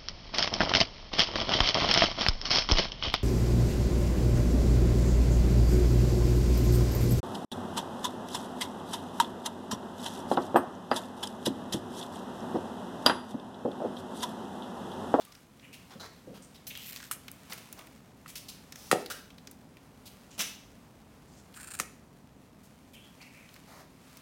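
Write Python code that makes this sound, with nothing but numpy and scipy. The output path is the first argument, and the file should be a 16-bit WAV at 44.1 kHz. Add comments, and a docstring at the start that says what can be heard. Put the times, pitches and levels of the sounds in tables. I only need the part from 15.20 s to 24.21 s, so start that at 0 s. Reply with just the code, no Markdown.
"""Crocodiles crushing snails

One microphone at the railing above a concrete pen. Close below, shells grind and slip between teeth,
then give way: the jaws clack shut, once with a hollow thud of the mouth. Further off, other animals
crunch and scrape. Splinters tick, and the walls echo it all over a low outdoor rumble."""
import sys
import numpy as np
from scipy import signal
from scipy.fft import rfft, irfft, next_fast_len
from scipy.io import wavfile

SR = 44100
rng = np.random.default_rng(int(sys.argv[2]) if len(sys.argv) > 2 else 0)


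def int16_out(signal):
    """Quantize to a 16-bit WAV file."""
    q = np.round(np.clip(np.atleast_2d(signal).T, -1, 1) * 32767)
    wavfile.write(sys.argv[1], SR, q.astype(np.int16))


N = 397341


def jaw_snaps():
    """The shell gives way: teeth meet within milliseconds, the skull knocks, fragments crumble."""
    # Each row: start in seconds, level in dB, relative knock and splinter levels in dB,
    # splinter pitch in Hz, relative level of the crumbling in dB.
    snaps = [(1.912, -26.5, -1, 2.5, 10800, -6.5), (3.0602, -41, 17, -10, 9000, -15),
             (3.7136, -14, 4.5, -6.5, 9200, -13.5), (3.7266, -24.5, 13, -28, 11100, -17),
             (6.5987, -21, 0.5, -1, 8040, -15.5)]
    # Resonances of skull and teeth. Each row: pitch in Hz, width in Hz, relative level in dB.
    skull = [(1280, 330, -2), (1860, 310, -7), (2620, 370, -13)]
    out = np.zeros(N)
    for start, db, knock_db, splinter_db, splinter_hz, crumble_db in snaps:
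        blow = burst(0.001, rise=0.00053, fall=0.0018, rate=22000, spread_db=0.44)
        t = np.arange(len(blow)) / SR
        # Each bone resonance builds for a cycle or two; the wider it is, the sooner it dies.
        knock = sum(undb(level) * unit(t * np.exp(-np.pi * width * t) * np.sin(2 * np.pi * hz * t))
                    for hz, width, level in skull)
        crack = unit(band(blow, 1720, 8300)) + undb(splinter_db) * splinters(blow, splinter_hz)
        add(out, start, held(crack + undb(knock_db) * unit(knock), db, 0.0024))
        grains = burst(0.0026, rise=0.0014, fall=0.014, rate=9800, spread_db=5)
        crumbs = unit(band(grains, 910, 3900)) + undb(splinter_db + 5) * splinters(grains, splinter_hz)
        add(out, start + 0.0023, held(crumbs, db + crumble_db, 0.0096))
    return out


def splinters(x, hz):
    """The bright spray of tiny fragments: one broad peak over a wide hiss."""
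    peak = unit(ring(band(x, 3500, 23700), hz, 0.33 * hz))
    hiss = unit(band(x, 0.65 * hz, 1.01 * hz))
    return unit(peak + undb(-3.5) * hiss)


def mouth_thuds():
    """A push of air rings the mouth over a deep thump of flesh; a briefer push has a harder front."""
    # Each row: start in seconds, level in dB, decay in seconds, relative thump in dB, top edge in Hz.
    thuds = [(.755, -49.5, 0.02, 7, 600), (1.071, -49, 0.062, 0, 604), (3.7161, -25, 0.0017, -15.5, 700),
             (3.7282, -17, 0.0029, -11.5, 910), (5.19, -48, 0.022, 11, 500), (6.602, -39, 0.003, -2, 800)]
    # Resonances of the mouth. Each row: pitch in Hz, width in Hz, relative level in dB.
    mouth = [(387, 250, 0.5), (503, 150, 4), (740, 90, 0.5)]
    out, t = np.zeros(N), clock(0.18)
    for start, db, fall, thump_db, edge_hz in thuds:
        front = 0.033 / fall * np.exp(-t / 0.00024)
        push = front + rng.standard_normal(len(t)) * np.exp(-t / fall) * (1 - np.exp(-t / 0.00097))
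        hollow = unit(band(resonate(push, mouth), 275, edge_hz, order=3))
        thump = undb(thump_db) * unit(band(push, 139, 232))
        add(out, start, held(hollow + thump, db, 2 * fall))
    return out


def shell_grinding():
    """Steady pressure splits a shell in quick uneven steps; its ring sinks as it opens."""
    # Each row: time in seconds, level in dB, splinter treble in dB, shell ring in Hz.
    grind = [(1.476, -48, 11, 3100), (1.515, -58, 0, 3100), (1.6, -50, -5, 3100), (1.65, -46.5, -2, 2970),
             (1.69, -47, 5, 2600), (1.725, -47.5, -2, 2250), (1.81, -53.5, -8, 1750),
             (1.845, -47, -7, 1680), (1.88, -61, 2, 1590)]
    out, (times, *curves) = np.zeros(N), np.transpose(grind)
    steps, scatter_s = np.linspace(times[0], times[-1], 110), 0.0022
    for start, (late, force) in zip(steps, rng.standard_normal((len(steps), 2))):
        db, treble_db, hz = (np.interp(start, times, curve) for curve in curves)
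        grains = burst(0.0015, rise=0.0004, fall=0.0024, rate=5000, spread_db=4)
        ringing = unit(ring(band(grains, 1700, 9000), hz, 0.51 * hz))
        shell = unit(ringing + undb(3) * unit(band(grains, 2640, 8400)))
        spray = undb(treble_db) * unit(band(grains, 11800, 15000))
        gain = held(shell, db + 1.3 * force, 0.002).std()
        add(out, start + scatter_s * late, gain * (shell + spray))
    return out


def tooth_slips():
    """Teeth rub, stick and slip on a whole shell, ever harder, until it splits."""
    # Resonances of a whole shell. Each row: pitch in Hz, width in Hz, relative level in dB.
    shell = [(1550, 450, 2.5), (2500, 600, -1), (4550, 2300, -0.5), (7450, 900, 3.5), (8450, 550, 4),
             (13200, 3700, -8)]
    # Each row, as for rub and slips: start in seconds, length in seconds, level in dB.
    splits = [(6.517, 0.0013, -39), (6.541, 0.0018, -37.5), (6.5505, 0.0015, -36), (6.589, 0.003, -34.5)]
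    rub = [(6.345, 0.245, -56.5)]
    count, period_s, jitter_s, growth_db_per_s = 6, 0.0352, 0.002, 24
    offsets = period_s * np.arange(count) + jitter_s * rng.standard_normal(count)
    slips = [(6.362 + offset, 0.017, -49 + growth_db_per_s * offset) for offset in offsets]
    out = np.zeros(N)
    for start, length, db in rub + slips + splits:
        grains = burst(length, rise=0.00036, fall=0.0022, rate=5000, spread_db=5.3)
        add(out, start, held(resonate(grains, shell), db, length))
    return out


def shell_ticks():
    """Single cracks: the shard rings briefly and its splinters are over even sooner."""
    # Each row: start in seconds, level in dB, shell ring in Hz, relative splinter treble in dB.
    ticks = [(0.0504, -48.5, 3450, 7), (0.1214, -50.5, 5120, -8), (0.1504, -50, 4940, -8),
             (.396, -55.5, 3500, -18), (1.552, -39.5, 3100, -15), (1.574, -40, 2930, 1),
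             (1.7094, -48, 2030, 11), (1.7295, -43.5, 1900, 2), (1.761, -38, 3970, -3.5),
             (1.771, -44, 5070, -3), (1.802, -44.5, 1600, -12), (1.8277, -45, 1650, -9),
             (2.0812, -40, 1980, -7), (2.1148, -42, 2400, 20), (2.3229, -36, 2300, -19),
             (2.3324, -39, 2170, 6), (2.5266, -39, 5900, 5.5), (2.5907, -45, 2260, -2),
             (2.6102, -51, 2410, -12), (2.6705, -50, 1900, -0.5), (3.157, -40.5, 5700, -3),
             (3.5225, -40.5, 5440, -4), (3.557, -43.5, 5970, -6), (3.8605, -38.5, 4000, -5.5),
             (4.1035, -50.5, 2950, -11), (4.182, -50, 4100, -10), (4.272, -43, 5200, -9),
             (4.3125, -45.5, 6100, 8), (4.569, -52, 2360, -8), (6.3405, -51, 3400, -7),
             (8.2886, -53.5, 3400, -13), (8.34, -50.5, 4270, -1), (8.361, -51, 2000, -9),
             (8.971, -47.5, 5380, 1)]
    out = np.zeros(N)
    for start, db, hz, treble_db in ticks:
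        crack = burst(0.0006, rise=0.00028, fall=0.0035, rate=20000, spread_db=6.5)
        ringing = unit(ring(band(crack, 880, 8400), hz, 0.23 * hz))
        shard = unit(ringing + undb(-1.5) * unit(band(crack, 1470, 5100)))
        t = np.arange(len(crack)) / SR
        spray = unit(band(crack * np.exp(-t / 0.0022), 7300, 18300))
        add(out, start, held(shard + undb(treble_db) * spray, db, 0.0043))
    return out


def far_crunches():
    """Dense fractures ring a shell, dull body below, splinters above; a longer crush builds slower."""
    # Each row: start and length in seconds, level in dB, ring in Hz, relative body and treble in dB.
    crunches = [(.004, 0.019, -54, 3480, -4, -6), (.528, .025, -51.5, 2650, -15, -1),
                (0.705, 0.034, -52, 3300, 2, -8), (0.797, 0.022, -47, 3970, -1, -7),
                (.826, 0.037, -48, 3960, 3.5, -8), (1.139, 0.039, -55.5, 2950, -.5, -4.5),
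                (1.345, 0.02, -55.5, 3650, -25, -5), (1.468, 0.0063, -40, 6000, -28, 1),
                (2.296, 0.045, -47, 2150, 0, 1), (2.377, .006, -45, 2800, -4, 2),
                (2.572, 0.034, -52.5, 2080, 5, -7), (3.078, 0.028, -48.5, 2230, -17, 8.5),
                (3.154, 0.028, -43.5, 5560, -29, 6), (3.284, 0.018, -43, 4600, -11, 3),
                (3.556, 0.27, -55, 5600, -3, 3.5), (3.9, 0.022, -38.5, 1400, -8.5, 1),
                (4.855, 0.027, -50.5, 3760, -8, 2.5), (5.179, 0.013, -42.5, 2710, -1.5, 1),
                (5.191, 0.031, -31.5, 5800, -12, 0), (7.431, 0.032, -63.5, 5540, -26, 24),
                (7.733, 0.021, -57.5, 3400, -15, 9), (8.014, 0.015, -53, 4400, -3, -9),
                (8.469, 0.15, -55.5, 1510, 5.5, -4)]
    out = np.zeros(N)
    for start, length, db, hz, body_db, treble_db in crunches:
        grains = burst(length, rise=0.032 * length, fall=0.0047, rate=7000, spread_db=2.8)
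        ringing = unit(ring(band(grains, 1600, 16000), hz, 0.21 * hz))
        shell = unit(ringing + unit(band(grains, 2260, 6440)))
        body = undb(body_db) * unit(band(grains, 390, 1790))
        spray = undb(treble_db) * unit(band(grains, 4000, 15200, order=1))
        add(out, start, held(shell + body + spray, db, length))
    return out


def shell_scrapes():
    """A shell edge chatters on concrete or tooth; as the contact shifts, three resonances take turns."""
    # Each row: start and length in seconds, level in dB, pitch in Hz, width as a share of the pitch.
    scrapes = [(.06, .025, -58.5, 1180, 0.03), (0.425, 0.029, -56, 2450, 0.38),
               (0.526, 0.018, -53, 2640, 0.29), (.797, .012, -49.5, 4000, 0.11),
               (1.219, 0.029, -57.5, 7200, 0.5), (1.50, 0.015, -44, 3040, 0.47),
               (1.549, 0.055, -51, 3050, 0.16), (3.899, .012, -40, 1300, 0.27),
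               (3.905, .06, -53.5, 1506, .15), (5.105, 0.046, -57.5, 4630, 1),
               (5.192, 0.026, -35.5, 2230, 0.96), (6.075, .14, -67, 6000, .6), (6.36, .05, -55, 1580, .22),
               (7.735, 0.05, -57.5, 2750, 0.36), (7.75, .12, -63.5, 3220, 0.11),
               (8.001, 0.078, -57, 2430, 0.28), (8.138, 0.12, -60.5, 2280, 0.27)]
    out, sway_db, sway_s = np.zeros(N), 4, 0.018
    for start, length, db, hz, width in scrapes:
        chatter = burst(length, rise=0.0031, fall=0.007, rate=2500, spread_db=2.1)
        t, squeak = np.arange(len(chatter)) / SR, 0
        for side in (-1, 0, 1):
            centre_hz, width_hz = hz * (1 + side * 0.3 * width), 0.57 * width * hz
            swell = undb(sway_db * np.interp(t, sway_s * np.arange(20), rng.standard_normal(20)))
            squeak += swell * unit(ring(ring(chatter, centre_hz, width_hz), centre_hz, width_hz))
        grit = undb(-11) * unit(band(chatter, 2000, 12000))
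        add(out, start, held(unit(squeak) + grit, db, length))
    return out


def wall_slaps(x):
    """Distinct, dulled returns from the two nearest walls."""
    # Each row: delay in seconds, gain in dB.
    walls = [(.0201, -18), (0.0283, -8.5)]
    out, dulled = np.zeros(N), band(x, 480, 830, order=1)
    for delay, db in walls:
        add(out, delay, undb(db) * dulled)
    return out


def pen_echo(x):
    """Scattered reflections from floor and walls; the middle range lingers longest."""
    # Each row: band in Hz, seconds to fall by 60 dB, relative level in dB.
    pen = [(122, 0.23, 3), (287, 0.53, -0.5), (500, 0.52, 1), (1010, 0.45, -1), (2350, 0.51, 2.5),
           (5000, 0.51, 0.5), (9000, 0.38, 2.5), (14400, 0.42, 0.5)]
    t, (hz, t60, db) = clock(0.8), np.transpose(pen)
    edges = np.r_[70, np.sqrt(hz[1:] * hz[:-1]), 18000]
    tail = sum(undb(level - 60 * t / decay) * band(rng.standard_normal(len(t)), lo, hi, order=3)
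               for lo, hi, decay, level in zip(edges, edges[1:], t60, db))
    tail *= 1 - np.exp(-t / 0.0041)
    return signal.fftconvolve(x, tail / np.sqrt(np.sum(tail ** 2)))[:N]


def rumble_and_rustle():
    """Low outdoor rumble, and the faint gritty rustle of animals shuffling on concrete."""
    # The spectrum that both share. Each row: frequency in Hz, relative density in dB.
    air = [(20, -50), (32, -17), (50, -5.5), (80, -5), (130, -3), (270, -1.5), (320, -10), (640, -13.5),
           (1040, -17), (1560, -23), (3600, -30), (9000, -34.5), (16000, -39)]
    # How each swells and fades. Each row: time in seconds, level in dB.
    rumble_levels = [(.15, -60), (.7, -56), (2, -55.5), (6, -55), (7.3, -56.5), (9, -57)]
    rustle_levels = [(0, -59.5), (.27, -65), (.65, -61), (1.05, -64.5), (2.05, -61), (2.5, -57.5),
                     (2.85, -65), (3.6, -60), (4.45, -67), (4.85, -63), (5.85, -65.5), (6.25, -62.5),
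                     (7.15, -68.5), (8.35, -60.5), (8.75, -63.5), (9.0, -56.5)]
    t, size = np.arange(N) / SR, next_fast_len(N)
    freqs, (hz, db) = np.fft.rfftfreq(size, 1 / SR), np.transpose(air)
    colour = undb(np.interp(np.log(freqs + 1), np.log(hz), db))
    low_share = 1 / (1 + (freqs / 1700) ** 4)
    rumble = irfft(rfft(rng.standard_normal(size)) * colour * np.sqrt(low_share), size)[:N]
    grit = rng.standard_normal(size) + undb(-5.5) * crackle(size, rate=500, spread_db=4.6)
    rustle = irfft(rfft(grit) * colour * np.sqrt(1 - low_share), size)[:N]
    flicker_db = 1.1 * np.interp(t, np.linspace(0, t[-1], 160), rng.standard_normal(160))
    return (unit(rumble) * undb(np.interp(t, *np.transpose(rumble_levels)))
            + unit(rustle) * undb(np.interp(t, *np.transpose(rustle_levels)) + flicker_db))


def crackle(size, rate, spread_db):
    """Tiny fractures at random, about rate a second, most weak and a few strong."""
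    strength = undb(spread_db * np.minimum(rng.exponential(1, size), 4))
    return unit((rng.random(size) < rate / SR) * rng.choice([-1, 1], size) * strength)


def burst(length, rise, fall, rate, spread_db):
    """A run of fractures that rises, holds and dies away; times in seconds."""
    t = clock(length + 8 * fall + 0.01)
    envelope = (1 - np.exp(-t / rise)) * np.exp(-np.maximum(t - length, 0) / fall)
    return crackle(len(t), rate, spread_db) * envelope


def ring(x, hz, width):
    """One resonance, its width in Hz."""
    return signal.lfilter(*signal.iirpeak(hz, hz / min(width, SR / 4), fs=SR), x)


def resonate(x, modes):
    """A set of resonances, each holding its share of the energy."""
    return unit(sum(undb(db) * unit(ring(x, hz, width)) for hz, width, db in modes))


def band(x, lo_hz, hi_hz, order=2):
    """Band-pass filter."""
    sos = signal.butter(order, [lo_hz, min(hi_hz, 0.48 * SR)], "band", fs=SR, output="sos")
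    return signal.sosfilt(sos, x)


def held(x, db, length):
    """Scale a burst to the energy of that level held for that length."""
    return x * undb(db) * np.sqrt(length * SR / (np.sum(x ** 2) + 1e-20))


def undb(db):
    """Decibels to gain."""
    return 10 ** (np.asarray(db) / 20)


def unit(x):
    """Scale to rms 1."""
    return x / np.sqrt(np.mean(x ** 2) + 1e-20)


def clock(length):
    """Sample times over a length in seconds."""
    return np.arange(int(length * SR)) / SR


def add(out, start, x):
    """Mix x into out from start seconds on."""
    i = max(int(start * SR), 0)
    out[i:i + len(x)] += x[:max(N - i, 0)]


def scene():
    """From the railing the near jaws are almost dry; far crunches, scrapes and thuds fill the pen."""
    jaws, mouth = jaw_snaps(), mouth_thuds()
    far = far_crunches() + shell_scrapes()
    shells = shell_ticks() + shell_grinding() + tooth_slips()
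    direct = jaws + mouth + far + shells
    echo = pen_echo(undb(-15) * jaws + undb(-8) * mouth + undb(-4.5) * far + undb(-12) * shells)
    return (direct + wall_slaps(mouth) + echo + rumble_and_rustle())[None]


def record(dry):
    """The recorder cuts the top treble steeply."""
    top_hz = 16250
    return signal.sosfilt(signal.ellip(10, 0.2, 70, top_hz, fs=SR, output="sos"), dry)


dry = scene()
out = record(dry)
int16_out(out)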